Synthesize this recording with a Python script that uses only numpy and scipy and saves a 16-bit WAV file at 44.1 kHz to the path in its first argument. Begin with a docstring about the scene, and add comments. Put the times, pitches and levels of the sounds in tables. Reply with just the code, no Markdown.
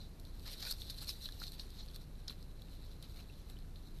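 """Wild boars shift and root in dry meadow grass right beside a fixed trail camera.
Each push through the grass is a swish of tiny stalk clicks; single stems snap and twigs knock dully.
The microphone port rings near 4 and 12 kHz, heard as peaks in the tone of the clicks.
Behind it all lie a low outdoor rumble, hiss and the camera's faint hum."""
import sys
import numpy as np
from scipy import signal
from scipy.fft import rfft, irfft, next_fast_len
from scipy.io import wavfile
from scipy.ndimage import uniform_filter1d, map_coordinates

SR = 44100
rng = np.random.default_rng(int(sys.argv[2]) if len(sys.argv) > 2 else 0)


def bounce(signal):
    """Save signal as a 16-bit WAV file at the path given by the first command-line argument."""
    frames = np.transpose(np.atleast_2d(signal))
    limited = np.clip(frames, -1, 1)
    pcm = np.round(limited * 32767).astype(np.int16)
    wavfile.write(sys.argv[1], SR, pcm)


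N = 176400

# tone of the outdoor rumble and hiss: pitch_hz, level_db
AIR_TONE = [(12, -15.5), (20, -4), (50, -9.5), (98, -13.5), (140, -16.5), (217, -21), (376, -27),
            (928, -38), (1480, -41), (1890, -44), (2700, -45.5), (3400, -50.5), (4080, -48.5), (5500, -50),
            (7450, -51.5), (10000, -50.5), (12500, -47.5), (14000, -58)]
# the camera's hum: multiple_of_base_pitch, level_db
HUM_PARTS = [(1, -52), (2, -58.5), (3, -65), (5, -68), (6, -72)]
# dull knocks of twigs: start_s, pitch_hz, level_db, fade_s (time to drop 60 dB)
KNOCKS = [(0.653, 2400, -42, .015), (.669, 1472, -47, 0.064), (1.091, 1090, -48.5, 0.016),
          (1.289, 1680, -46.5, 0.019), (1.4179, 1390, -37.5, 0.014), (2.3054, 1230, -46.5, 0.0098),
          (3.299, 2680, -53, 0.022), (3.568, 3030, -54.5, 0.026), (3.646, 1490, -58, .02)]
# stems that snap: start_s, level_db, pitch_hz, fizz_db (compared with the crack)
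SNAPS = [(.198, -50.5, 4170, 5.5), (0.2509, -43, 4000, -3.5), (.395, -48, 4100, -1),
         (0.4607, -42, 4020, -12), (0.478, -44, 4100, 8), (.581, -44.5, 4220, 1), (.626, -28, 4300, -22),
         (0.6515, -29, 4350, -20), (0.6676, -33, 4360, -17), (0.7113, -35.5, 4330, 7.5),
         (0.723, -28, 4900, -2), (0.8184, -32, 4050, -11), (0.8987, -29, 4100, -15), (.902, -33.5, 4350, 0),
         (0.9846, -38, 4380, -22), (1.016, -36, 4340, -8), (1.045, -35, 4170, -12), (1.0722, -37, 4100, -8),
         (1.0914, -27, 4900, -17), (1.241, -41, 4300, -8), (1.257, -30, 3900, -14),
         (1.262, -42.5, 3240, -20), (1.2882, -34.5, 3750, -29), (1.3223, -38.5, 4230, -4),
         (1.4001, -38, 4800, -4), (1.4378, -31.5, 4220, -24), (1.4675, -37, 4400, -13),
         (1.48, -36, 4100, -23), (1.5199, -39.5, 4170, 0.5), (1.5957, -30, 4160, -23),
         (1.7038, -44.5, 4250, 2), (1.885, -43, 4200, -19), (1.9452, -41.5, 4050, -3),
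         (1.9604, -38, 3960, 1), (2.2771, -42, 3730, -14), (2.2808, -28, 4420, -16),
         (2.284, -31.5, 4000, -28), (2.2967, -32, 3900, -19), (2.427, -47.5, 4700, 0),
         (2.619, -44.5, 3900, -1), (3.0258, -42, 3880, 1), (3.499, -41.5, 3810, -2),
         (3.588, -48.5, 4100, -3), (3.758, -44.5, 3910, -21)]
# how a breaking stem rings: multiple_of_pitch, level_db
STEM_TONE = [(.4, -36.5), (.78, -20), (.9, -4.5), (1, -1), (1.1, -4), (1.25, -18), (1.8, -36.5)]
# tones of a stalk click (rasp in a push, rasp in stirring, high fizz, low crunch): pitch_hz, level_db
PUSH_RASP = [(1000, -44), (2300, -21), (3200, -16), (3700, -2), (4100, 3.5), (4550, -5), (5100, -9.5),
             (5700, -11.5), (6150, -14.5), (6600, -17.5), (7400, -21.5), (14000, -43)]
STIR_RASP = [(1000, -33.5), (2300, -24), (3300, -13.5), (3750, -6), (4050, -2), (4450, -10), (5000, -15),
             (6500, -23.5), (14000, -45)]
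FIZZ = [(3000, -40), (5300, -2.5), (6500, -6), (7400, -5), (8600, 1), (10000, -3), (11300, 1.5),
        (12400, 5.5), (13700, -6)]
CRUNCH = [(150, -17), (450, -2.5), (700, -4), (1000, -5.5), (1500, -2.5), (1900, -3.5), (2400, -4),
          (3200, -1.5), (5000, -37.5)]
# how strongly the grass stirs: time_s, level_db
STIR_LEVELS = [(0, -68), (.33, -67), (.42, -58), (.57, -70), (.78, -63), (1.1, -58.5), (1.36, -62),
               (1.55, -61), (1.85, -62), (2.08, -72), (2.4, -65.5), (2.53, -71.5), (2.72, -64.5),
               (2.89, -64), (2.98, -67.5), (3.12, -62), (3.4, -68), (3.7, -69), (4, -65)]
# pushes through the grass: peak_s, level_db, rise_s, fall_s, fizz_db, crunch_db
# rise and fall each span 20 dB; fizz and crunch are compared with the rasp
PUSHES = [(.015, -56.5, 0.044, 0.065, -17.5, -20), (0.466, -46.5, 0.022, 0.082, -11.5, -8.5),
          (0.531, -47, 0.043, 0.034, -3.5, -7.5), (.605, -48, .035, .05, -8, -12.5),
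          (.628, -43, .03, 0.056, -19, -10), (.673, -46, 0.062, 0.092, -15, -8.5),
          (0.714, -44, 0.13, 0.037, -3.5, -19), (.81, -55, 0.071, 0.12, -3.5, -39),
          (.908, -48, 0.054, 0.04, -9.5, -18), (0.986, -53, 0.033, 0.051, -8, -15),
          (1.025, -49, 0.031, 0.052, -3.5, -9), (1.093, -41.5, 0.026, 0.05, -4.5, -18),
          (1.254, -48, 0.073, .05, -9, -23), (1.432, -50, 0.066, 0.084, -7.5, -13),
          (1.481, -53.5, 0.042, 0.035, -7, -29), (1.602, -50.5, 0.032, 0.048, -14, -14.5),
          (1.803, -52, .07, 0.058, -21, -16), (1.957, -55, .03, .03, -6, -12),
          (2.015, -58.5, .03, 0.042, -9, -19), (2.304, -57.5, 0.022, 0.036, -3, -0.5),
          (3.035, -58.5, 0.011, 0.044, -9, -6.5), (3.202, -59.5, 0.063, 0.043, -6, -3),
          (3.5, -61.5, 0.023, .06, -3, -4)]


def gain(db):
    """Turn decibels into a number to multiply by."""
    return 10 ** (np.asarray(db) / 20)


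def normalize(sound):
    """Scale a sound to an average power of 1."""
    return sound / np.sqrt(np.mean(sound ** 2) + 1e-20)


def tone_gains(tone, size):
    """Turn a tone table into one gain for each frequency of an FFT."""
    hz, db = np.transpose(tone)
    grid_hz = np.fft.rfftfreq(size, 1 / SR)
    return gain(np.interp(np.log(grid_hz + 1), np.log(hz + 1), db))


def ring(sound, tone, size=1024):
    """Filter a sound so that it rings with the given tone."""
    # minimum-phase filter: the ringing comes after each click, never before
    cepstrum = irfft(np.log(tone_gains(tone, size)))
    cepstrum[1:size // 2] *= 2
    cepstrum[size // 2 + 1:] = 0
    response = irfft(np.exp(rfft(cepstrum)))
    return signal.fftconvolve(sound, response / np.linalg.norm(response))[:len(sound)]


def wobble(per_s):
    """A smooth curve through per_s random values a second."""
    points = rng.standard_normal(int(N * per_s / SR) + 4)
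    return map_coordinates(points, [np.arange(N) * per_s / SR])


def fade(t, fade_s):
    """Die away by 60 dB every fade_s seconds."""
    return np.exp(-np.log(1000) * t / fade_s)


def add(track, start_s, sound):
    """Mix a sound into the track at start_s."""
    part = track[max(round(start_s * SR), 0):][:len(sound)]
    part += sound[:len(part)]


def outdoor_air(level_db=-52.5):
    """Steady noise, shaped into a low rumble and a soft hiss."""
    size = next_fast_len(N + 8192)
    spectrum = rfft(rng.standard_normal(size)) * tone_gains(AIR_TONE, size)
    return gain(level_db) * normalize(irfft(spectrum, size)[:N])


def camera_hum(base_hz=29.4):
    """The camera hums faintly at one low pitch and a few multiples of it."""
    t = np.arange(N) / SR
    return sum(gain(db) * np.sqrt(2) * np.sin(2 * np.pi * (multiple * base_hz * t + rng.random()))
               for multiple, db in HUM_PARTS)


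def bush_echo(sound, level_db=-19, fade_s=0.11):
    """The bushes scatter the sound into a short, soft echo."""
    t = np.arange(SR // 4) / SR
    tail = rng.standard_normal(len(t)) * fade(t, fade_s)
    return gain(level_db) * signal.fftconvolve(sound, tail / np.linalg.norm(tail))[:N]


def twig_knocks(attack_s=0.0003, roughness=0.2):
    """A jostled twig rings briefly, with a little crunch in its note."""
    track, t = np.zeros(N), np.arange(SR // 10) / SR
    for start_s, hz, db, fade_s in KNOCKS:
        note = np.sin(2 * np.pi * hz * t) + roughness * ring(rng.standard_normal(len(t)), CRUNCH)
        add(track, start_s, gain(db) * note * fade(t, fade_s) * (1 - np.exp(-t / attack_s)))
    return track


def stem_snaps(trim_db=-3.5, crunch_db=-18, attack_s=0.00023):
    """A stem breaks with one crack at its own pitch and a short trail of splinters."""
    track, t = np.zeros(N), np.arange(SR // 20) / SR
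    splinters = gain(-12.5) * fade(t, fade_s=0.02)
    shape = (fade(t, fade_s=0.0024) + splinters) * (1 - np.exp(-t / attack_s))
    for start_s, db, hz, fizz_db in SNAPS:
        stem = [(multiple * hz, level_db) for multiple, level_db in STEM_TONE]
        for tone, share_db in ((stem, 0), (FIZZ, fizz_db), (CRUNCH, crunch_db)):
            crack = ring(rng.standard_normal(len(t)) * shape, tone)
            add(track, start_s, gain(db + share_db + trim_db) * crack / abs(crack).max())
    return track


def stalk_clicks(per_s, spread_db, cap_db, rubbing, rasp):
    """Stalks click at random over smooth rubbing, in three layers: rasp, fizz and crunch."""
    hits = rng.random(N) < per_s / SR
    sizes = hits * gain(np.minimum(spread_db * rng.exponential(size=N), cap_db))
    layers = []
    for tone in (rasp, FIZZ, CRUNCH):
        clicks = normalize(sizes * np.sign(rng.standard_normal(N)))
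        layers.append(normalize(ring(clicks + rubbing * rng.standard_normal(N), tone)))
    return np.array(layers)


def changing_stalks(sound, depth_db=2.5):
    """Different stalks answer from moment to moment, so the tone keeps shifting."""
    spectrum = signal.stft(sound, nperseg=512)[2]
    patches = uniform_filter1d(rng.standard_normal(spectrum.shape), size=6, axis=0)  # smooth over pitch
    patches = uniform_filter1d(patches, size=4, axis=1)  # and over time
    patch_gains = normalize(gain(depth_db * normalize(patches)))
    return signal.istft(spectrum * patch_gains, nperseg=512)[1][:N]


def grass_stirring(trim_db=-2.5, fizz_db=-9, crunch_db=-13.5, fizz_growth=1.7):
    """Stalks keep ticking between the pushes, fainter and duller as the nearest animal settles."""
    db = np.interp(np.arange(N) / SR, *np.transpose(STIR_LEVELS))
    effort_db = db - db.mean() + 1.7 * wobble(per_s=35)
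    rasp, fizz, crunch = stalk_clicks(per_s=1500, spread_db=2, cap_db=16, rubbing=0.35, rasp=STIR_RASP)
    body = gain(effort_db) * (rasp + gain(crunch_db) * crunch)
    treble = gain(fizz_growth * effort_db + fizz_db) * fizz
    return gain(db.mean() + trim_db) * (body + treble)


def boar_pushes(flutter_db=1.2):
    """Each push through the grass swells and dies away, with its own share of fizz and crunch."""
    t, power = np.arange(N) / SR, np.zeros((3, N))
    for peak_s, db, rise_s, fall_s, fizz_db, crunch_db in PUSHES:
        swell = gain(db - 20 * np.maximum((peak_s - t) / rise_s, (t - peak_s) / fall_s))
        power += np.outer(gain([0, fizz_db, crunch_db]), swell) ** 2
    layers = stalk_clicks(per_s=3500, spread_db=1.5, cap_db=8.5, rubbing=0.31, rasp=PUSH_RASP)
    swishes = (np.sqrt(power) * layers).sum(0)
    return gain(flutter_db * wobble(per_s=120)) * swishes


def scene():
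    """The boars' rustling and its light echo, over the background, in one channel."""
    grass = changing_stalks(boar_pushes() + grass_stirring())
    nearby = grass + stem_snaps() + twig_knocks()
    return (nearby + bush_echo(nearby) + outdoor_air() + camera_hum())[None]


def record(dry, top_hz=13900):
    """The camera cuts off the highest treble."""
    low_pass = signal.ellip(10, .1, 70, top_hz, fs=SR, output="sos")
    return signal.sosfilt(low_pass, dry)


dry = scene()
out = record(dry)
bounce(out)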